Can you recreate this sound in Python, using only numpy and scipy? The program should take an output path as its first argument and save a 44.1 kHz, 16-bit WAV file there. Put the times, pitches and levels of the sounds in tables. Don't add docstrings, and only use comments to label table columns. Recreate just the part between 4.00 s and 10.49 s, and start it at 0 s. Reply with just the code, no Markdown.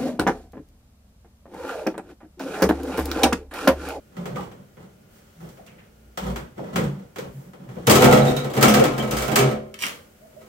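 import sys
import numpy as np
from scipy import signal
from scipy.io import wavfile

SR = 44100
rng = np.random.default_rng(int(sys.argv[2]) if len(sys.argv) > 2 else 0)


def inscribe(sig):
    pcm = np.round(np.clip(np.atleast_2d(sig).T, -1, 1) * 32767)
    wavfile.write(sys.argv[1], SR, pcm.astype(np.int16))


N = 286031
TIME = np.arange(N) / SR

# [t/s, strength level/dB, hardness/(dB per octave), left-right/dB]
CLASHES = [(3.869, -13, 1, 0), (3.8965, -7.5, 0.5, 2.5), (3.9075, -27.5, 7.2, -4), (3.9455, -22.5, 2, -5),
           (3.954, -14.5, 2, 4), (4.0423, -12, 0.1, 0), (4.1094, -12.5, -3, -3), (4.1744, -19.5, -3.5, -4),
           (4.265, -22.5, -4.5, 0), (4.3643, -25, 0.7, -1), (4.4997, -30.5, -1.5, 1),
           (4.535, -28.5, -0.3, 0), (4.55, -30.5, -0.5, -2), (4.6094, -18, 0, 0), (4.6259, -7, 0.83, 3),
           (4.6546, -18, -3.5, -1), (4.6815, -15.5, 1.35, -1.5), (4.7385, -14.5, 1.3, -0.5),
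           (4.7944, -17.5, -1.5, 7), (4.838, -15.5, -0.5, 1), (4.9787, -23, -0.8, -0.5),
           (5.1091, -27, 2.5, 2), (5.1216, -22.5, -1.3, -1), (5.1672, -25.5, 2, -0.5),
           (5.2795, -25, -2.2, -16), (5.3155, -20, -1.6, 0), (5.357, -12, 1.85, 0.5),
           (5.3874, -15, 0.2, -1)]
# [start t/s, length/s, pressure level/dB, hardness/(dB per octave)]
DRAGS = [(3.852, 0.13, -18.5, -3.9), (3.97, 0.2, -13, -0.84), (4.2, 0.096, -21.5, 0.3),
         (4.35, 0.087, -27.5, -1.6), (4.53, 0.11, -23.5, -2), (4.64, 0.16, -16, -1.5),
         (4.86, 0.095, -27.5, -2.5), (4.98, 0.1, -24, -2), (5.13, 0.15, -26.5, 1.1), (5.3, 0.2, -25.5, -2),
         (6.12, 0.2, -55, -1.5), (6.37, .12, -46, 0.1)]
# [f/Hz, level/dB]
COVER_MODES = [(134, 2), (142, 1.5), (216, 6.5), (229, -35), (249, -1.5), (299, -3), (366, -5), (397, -1),
               (478, -3.5), (503, 4.5), (566, -1), (596, -7), (630, 1), (701, 0.5), (756, 0), (816, -22),
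               (870, -16.5), (1006, -18), (1045, -8), (1213, -6), (1288, -7), (1300, -3), (1392, -5.5),
               (2223, -14.5), (2300, -8)]
# [f/Hz, time to fall 60 dB/s]
COVER_T60 = [(140, .48), (230, .5), (400, .64), (700, .55), (1300, .48), (2300, .34)]
# [f/Hz, level/dB per Hz]
LOOSE_COLOUR = [(35, -19), (62, -4.5), (100, -24), (135, -2.5), (210, -8), (300, -3), (500, -1),
                (950, -11.5), (1300, -16), (1700, -13.5), (3200, -22), (5000, -22.5), (6800, -18.5),
                (10000, -29), (14000, -24)]
# [f/Hz, time to fall 60 dB/s]
LOOSE_T60 = [(100, 0.64), (400, 0.33), (1500, 0.4), (5000, 0.32), (14000, 0.2)]
# [t/s, strength level/dB, hardness/(dB per octave), left-right/dB]
KNOCKS = [(.1665, -38, -1.2, -2), (.2555, -33.5, .5, -1.5), (.358, -32, -1.9, -4),
          (.4064, -39.5, -2.7, -10), (.515, -45.5, 0, 1), (.7691, -47, -3, -3), (1.4885, -62, 7, -1),
          (1.572, -50, -.3, -1), (1.6634, -57, 5.6, -1), (2.1732, -29, 1.9, 1.5), (2.359, -31, 1.2, 0),
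          (2.578, -39, -3.5, 0), (2.6396, -41, -2.7, 1), (2.7583, -21, 1, 1.5), (2.7813, -26, -2.5, -4),
          (2.8384, -49, 5.7, -1), (3.159, -35, .4, -2.5), (3.1838, -35.5, 2.6, 2), (3.533, -44, -1.5, 3),
          (3.689, -43, -1.5, 0), (3.766, -40, -6, 1)]
# [start t/s, length/s, pressure level/dB, hardness/(dB per octave)]
RUBS = [(.1, 0.049, -44.5, -1.5), (.16, 0.2, -36.5, -2), (.35, .09, -38.5, 0), (.48, .14, -52, -3.5),
        (.77, 0.069, -44.5, -1.5), (.92, 0.18, -66, -4.5), (1.1, 0.31, -57.5, 2.2),
        (1.39, 0.081, -42.5, -2), (1.52, 0.33, -53, -1.2), (2.21, 0.087, -29, -1.14),
        (2.36, 0.046, -39, -2.5), (2.55, 0.21, -37.5, -2), (2.72, 0.12, -28.5, -2.5),
        (2.86, 0.18, -45.5, -2), (3.18, 0.078, -37, -3), (3.35, .13, -51, -3.2), (3.57, 0.11, -47.5, -3),
        (3.69, 0.39, -41.5, -1)]
# [f/Hz, level/dB per Hz]
SEATED_COLOUR = [(35, -25), (60, 9.5), (90, -32), (140, 7.5), (200, 0), (290, -15.5), (420, -3.5),
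                 (700, -18.5), (1250, -19), (1700, -20), (3200, -33), (5000, -39), (6800, -34.5),
                 (10000, -50), (14000, -43)]
# [f/Hz, time to fall 60 dB/s]
SEATED_T60 = [(100, 0.4), (400, 0.34), (1500, 0.39), (5000, 0.34), (14000, 0.34)]
# [t/s, strength level/dB, hardness/(dB per octave), left-right/dB]
CLACKS = [(5.7414, -50.5, 7.5, 2.5), (5.8325, -38, -0.5, 8), (5.8368, -26, 1, 0.5), (5.858, -49.5, -6.5, 1)]
# [start t/s, length/s, pressure level/dB, hardness/(dB per octave)]
BRUSHES = [(5.785, 0.07, -31.5, 3.06)]
# [f/Hz, level/dB per Hz]
GRAZE_COLOUR = [(59, -51), (100, -15), (215, -8), (249, -13), (583, -7), (676, -17.5), (2370, -13),
                (3540, -26), (14100, -37), (16000, -41)]
# [f/Hz, time to fall 60 dB/s]
GRAZE_T60 = [(400, 0.62), (2000, 0.33), (12000, 0.42)]
# [t/s, f/Hz, level/dB, width/Hz, fade time constant/s]
SQUEAKS = [(.256, 485, -34, 300, 0.061), (.364, 1200, -30, 148, 0.038), (.37, 814, -29.5, 62.5, 0.038),
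           (.778, 456, -57, 305, 0.065), (1.425, 512, -43.5, 260, .05), (1.577, 676, -45, 107, 0.071),
           (1.669, 2250, -50.5, 900, 0.052), (1.78, 1970, -51, 1320, .05), (2.175, 827, -25.5, 258, .018),
           (2.578, 499.6, -31.5, 296, 0.098), (3.183, 448, -30, 92, 0.031), (3.769, 598, -30, 174, 0.015),
           (4.21, 3860, -33, 200, 0.026), (4.265, 3790, -29.5, 180, 0.037), (4.364, 3850, -30.5, 200, 0.04),
           (4.628, 1335, -14, 126, .041), (4.802, 481, -10, 67, 0.034), (4.996, 3110, -29, 163, .026),
           (6.21, 632, -49, 62.4, 0.1), (6.365, 630, -39.5, 48, 0.039)]
# [t/s, centre f/Hz, spread/octaves, level/dB, fade time constant/s]
SINGING = [(4.031, 493, 0.061, -13, 0.25), (4.07, 761, .2, -11.5, 0.098), (5.375, 402, 0.13, -12, 0.078)]
# [crest t/s, f/Hz, level/dB, half length/s]
FLEXES = [(.208, 174, -28.5, .025), (.345, 144, -25.5, 0.013), (1.44, 165, -35.5, 0.04),
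          (2.08, 59.7, -47, .086), (2.25, 198, -29.5, 0.022), (2.315, 57.4, -25.5, 0.056),
          (2.81, 207, -25.5, 0.058), (2.88, 143, -24.5, 0.062), (2.9, 195, -31.5, 0.094),
          (3.38, 137, -29.5, 0.026), (3.71, 127, -34, 0.025), (4.06, 250.5, -21, 0.06),
          (4.2, 140.2, -17.5, .15), (4.72, 139, -37, 0.15), (4.73, 210.4, -17, 0.056),
          (5.19, 60, -26, 0.054), (5.45, 133.2, -14.5, .041)]
# [crest t/s, level/dB, half length/s]
SWISHES = [(.32, -68, 0.16), (1.167, -57.5, 0.045), (1.49, -57.5, .11), (3.39, -56, 0.089),
           (3.75, -63, .05), (6.25, -60, 0.36)]
# [f/Hz, level/dB per Hz]
SWISH_COLOUR = [(300, -20), (1500, 8), (4000, -4), (7000, 1.5), (10500, -2), (14000, 2)]
# [f/Hz, level/dB per Hz]
AIR_COLOUR = [(18, -35), (30, 4), (86, 7.5), (221, 0.5), (287, -3), (540, -1.5), (937, -15.5), (1390, -11),
              (1540, -19.5), (2290, -13), (3580, -21), (7090, -20.5), (10800, -24.5), (14000, -15),
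              (16000, -49)]
# [f/Hz, level/dB]
HUM = [(217, -59.5), (395, -71), (1425, -71.5)]
# [f/Hz, correlation]
LIKENESS = [(60, .98), (150, .96), (270, .6), (500, .25), (1000, -.1), (3000, 0), (14000, 0)]
CROSSOVERS_HZ = [300, 1000, 3500]
REGISTER_HZ = np.array([170, 550, 1900, 7000])

LEFT_RIGHT = np.array([[1], [-1]])
AIR_DB = -52.5
SINGING_WIDTH_HZ, SINGING_DB, FRICTION_DB = 9.5, -8.0, 4.5
EASE_DB_PER_S, LET_GO_S = 7.5, 0.021
CUTOFF_HZ = 15800


def loose_cover(count=4):
    places = []
    for _ in range(count):
        modes = cover_modes(swell_s=0.0073, spread_hz=615, uneven_db=1.5)
        crowd = sheet(LOOSE_COLOUR, LOOSE_T60, build_cycles=1.7, crack_db=-3.5, crack_s=0.01)
        places.append(registers(modes + crowd))
    clashes = blows(CLASHES, places[1:], trim_db=[-8.5, -7.5, -8.5, -12.0], chatter_s=0.006, chatter_db=-11.5)
    drags = sliding(DRAGS, places[0], trim_db=[-6.0, -2.0, -6.5, -11.0],
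                    slips_per_s=170, uneven_db=5.5, grip_s=0.017)
    return clashes + drags


def seated_cover(count=3):
    places = [registers(sheet(SEATED_COLOUR, SEATED_T60, build_cycles=0.77, crack_db=3.5, crack_s=0.016))
              for _ in range(count)]
    knocks = blows(KNOCKS, places, trim_db=[-9.5, -3.5, -7.0, -13.5], chatter_s=0.0053, chatter_db=-24.5)
    rubs = sliding(RUBS, places[0], trim_db=[-2.5, -3.5, -11.0, -13.0],
                   slips_per_s=800, uneven_db=3.5, grip_s=0.01)
    return knocks + rubs


def graze():
    place = registers(sheet(GRAZE_COLOUR, GRAZE_T60, build_cycles=0.15, crack_db=21.5, crack_s=0.0014))
    clacks = blows(CLACKS, [place], trim_db=[-14.5, -20.0, -2.5, -18.5], chatter_s=0.0054, chatter_db=-9.0)
    brushes = sliding(BRUSHES, place, trim_db=[-18.0, 1.5, 2.5, 0.5],
                      slips_per_s=960, uneven_db=5.0, grip_s=0.061)
    return clacks + brushes


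def squeaks():
    sung = []
    for s, centre, spread, db, fade_s in SINGING:
        for hz, _ in COVER_MODES:
            octaves = np.log2(hz / centre)
            if abs(octaves) < 2 * spread:
                sung.append((s, hz, db - 3 * (octaves / spread) ** 2, SINGING_WIDTH_HZ, fade_s))
    return friction_tones(SQUEAKS) + from_db(SINGING_DB) * friction_tones(sung)


def panel_flexes():
    return sum(from_db(db) * bell(s, half) * np.sin(2 * np.pi * hz * (TIME - s)) for s, hz, db, half in FLEXES)


def swish():
    level = sum(from_db(db) * bell(s, half) for s, db, half in SWISHES)
    return level * rms_one(sum(band for _, band in noise_bands(SWISH_COLOUR, N)))


def room_air():
    air = from_db(AIR_DB) * rms_one(sum(band for _, band in noise_bands(AIR_COLOUR, N)))
    return air + sum(from_db(db) * np.sin(2 * np.pi * hz * TIME) for hz, db in HUM)


def cover_modes(swell_s, spread_hz, uneven_db):
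    t, out = TIME[:SR], 0
    for k, (hz, level_db) in enumerate(COVER_MODES):
        apart = (-1) ** k * np.pi / 4 * min((hz / spread_hz) ** 2, 1) * LEFT_RIGHT
        bend = 0.004 * rms_one(butter(rng.standard_normal(2 * SR), 14, "low")[SR:])
        phase = 2 * np.pi * hz * np.cumsum(1 + bend) / SR
        ring_db = level_db + rng.normal() * uneven_db - 60 * t / at_hz(COVER_T60, hz)
        out = out + from_db(ring_db) * np.sin(phase + apart)
    return rms_one(out * (1 - np.exp(-t / swell_s)))


def sheet(spectrum, t60s, build_cycles, crack_db, crack_s):
    t, out = TIME[:SR], 0
    for hz, band in noise_bands(spectrum, SR):
        swell = 1 - np.exp(-t / (build_cycles / hz + 0.00015))
        decay = from_db(-60 * t / at_hz(t60s, hz))
        crack = from_db(crack_db) * np.exp(-t / crack_s) * hz / (hz + 2000)
        out = out + band * swell * (decay + crack)
    return rms_one(out)


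def blows(rows, places, trim_db, chatter_s, chatter_db, count=6):
    out = np.zeros((2, N + 2 * SR))
    for k, (s, db, hardness, pan) in enumerate(rows):
        gains = register_gains(db, hardness, trim_db)
        low, *upper = [gain * part for gain, part in zip(gains, places[k % len(places)])]
        bright = sum(upper) * from_db(pan / 2 * LEFT_RIGHT)
        at = round(s * SR)
        out[:, at:at + SR] += low + bright
        for delay, size in zip(rng.exponential(1, count), rng.standard_normal(count)):
            at = round((s + delay * chatter_s) * SR)
            rebound = size * from_db(chatter_db) * np.exp(-delay / 2)
            out[:, at:at + SR] += bright * rebound
    return out[:, :N]


def sliding(rows, place, trim_db, slips_per_s, uneven_db, grip_s):
    gains = np.array([register_gains(db, hardness, trim_db) for _, _, db, hardness in rows])
    strokes = np.array([stroke(start, length, grip_s) for start, length, _, _ in rows])
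    forces = gains.T @ strokes
    sizes = from_db(uneven_db * np.minimum(rng.exponential(1, N), 4)) * rng.choice([-1, 1], N)
    slips = rms_one(sizes * (rng.random(N) < slips_per_s / SR))
    out = 0
    for part, force in zip(place, forces):
        taps = slips * force / np.sqrt(np.sum(part ** 2) / 2)
        out = out + signal.fftconvolve(taps[None], part, axes=1)[:, :N]
    return out


def stroke(start, length, grip_s):
    t = np.maximum(TIME - start, 0)
    hold = 1 - np.exp(-t / grip_s)
    let_go = np.exp(-np.maximum(t - length, 0) / LET_GO_S)
    return hold * from_db(-EASE_DB_PER_S * t) * let_go


def friction_tones(rows):
    t, out = TIME[:SR], np.zeros((2, N + SR))
    for s, hz, db, width_hz, fade_s in rows:
        waver = rms_one(butter(rng.standard_normal((2, 2 * SR)), width_hz / 2, "low")[:, SR:])
        pitch_hz = hz + width_hz / 2 * waver[::-1]
        tone = (1 + waver / 2) * np.sin(2 * np.pi * np.cumsum(pitch_hz, axis=1) / SR)
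        envelope = (1 - np.exp(-10 * t / fade_s)) * np.exp(-t / fade_s)
        at = round(s * SR)
        out[:, at:at + SR] += from_db(db + FRICTION_DB) * tone * envelope
    return out[:, :N]


def registers(answer):
    low, middle, high = CROSSOVERS_HZ
    bands = [(low, "low"), ([low, middle], "band"), ([middle, high], "band"), (high, "high")]
    parts = [butter(answer, hz, kind, order=4) for hz, kind in bands]
    return [part / np.sqrt(np.mean(part[:, :SR // 25] ** 2)) for part in parts]


def register_gains(db, hardness, trim_db):
    octaves = np.log2(np.array(REGISTER_HZ) / 1000)
    return from_db(db + hardness * octaves + np.array(trim_db))


def noise_bands(spectrum, size):
    edges = np.geomspace(30, 17000, 20)
    white = rng.standard_normal((2, 2, size + SR // 4))
    for k, (low, high) in enumerate(zip(edges, edges[1:])):
        mid, side = butter(white[k % 2], [low, high], "band")[:, -size:]
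        hz = np.sqrt(low * high)
        alike = np.clip(at_hz(LIKENESS, hz), -1, 1)
        stereo = np.sqrt(1 + alike) * mid + np.sqrt(1 - alike) * side * LEFT_RIGHT
        yield hz, from_db(at_hz(spectrum, hz)) * stereo


def bell(crest_s, half_s):
    return np.exp(-((TIME - crest_s) / half_s) ** 2 / 2)


def from_db(db):
    return 10 ** (np.asarray(db) / 20)


def rms_one(x):
    return x / np.sqrt(np.mean(x ** 2) + 1e-20)


def at_hz(points, hz):
    known_hz, values = np.transpose(points)
    return np.interp(np.log(hz), np.log(known_hz), values)


def butter(x, hz, kind, order=2):
    return signal.sosfilt(signal.butter(order, hz, kind, fs=SR, output="sos"), x + 1e-18)


def scene():
    cover = loose_cover() + seated_cover() + graze() + squeaks() + panel_flexes()
    clang = butter(cover, [230, 330], "band", order=1)
    treble = butter(cover, 5400, "high", order=1)
    lean = 0.08 * clang - 0.15 * treble
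    return cover + lean * LEFT_RIGHT + swish() + room_air()


def record(dry):
    rounded = 1.135 * np.tanh(butter(dry, 43, "high") / 1.429)
    return signal.sosfilt(signal.ellip(10, 0.2, 70, CUTOFF_HZ, fs=SR, output="sos"), rounded)


dry = scene()
out = record(dry)
inscribe(out)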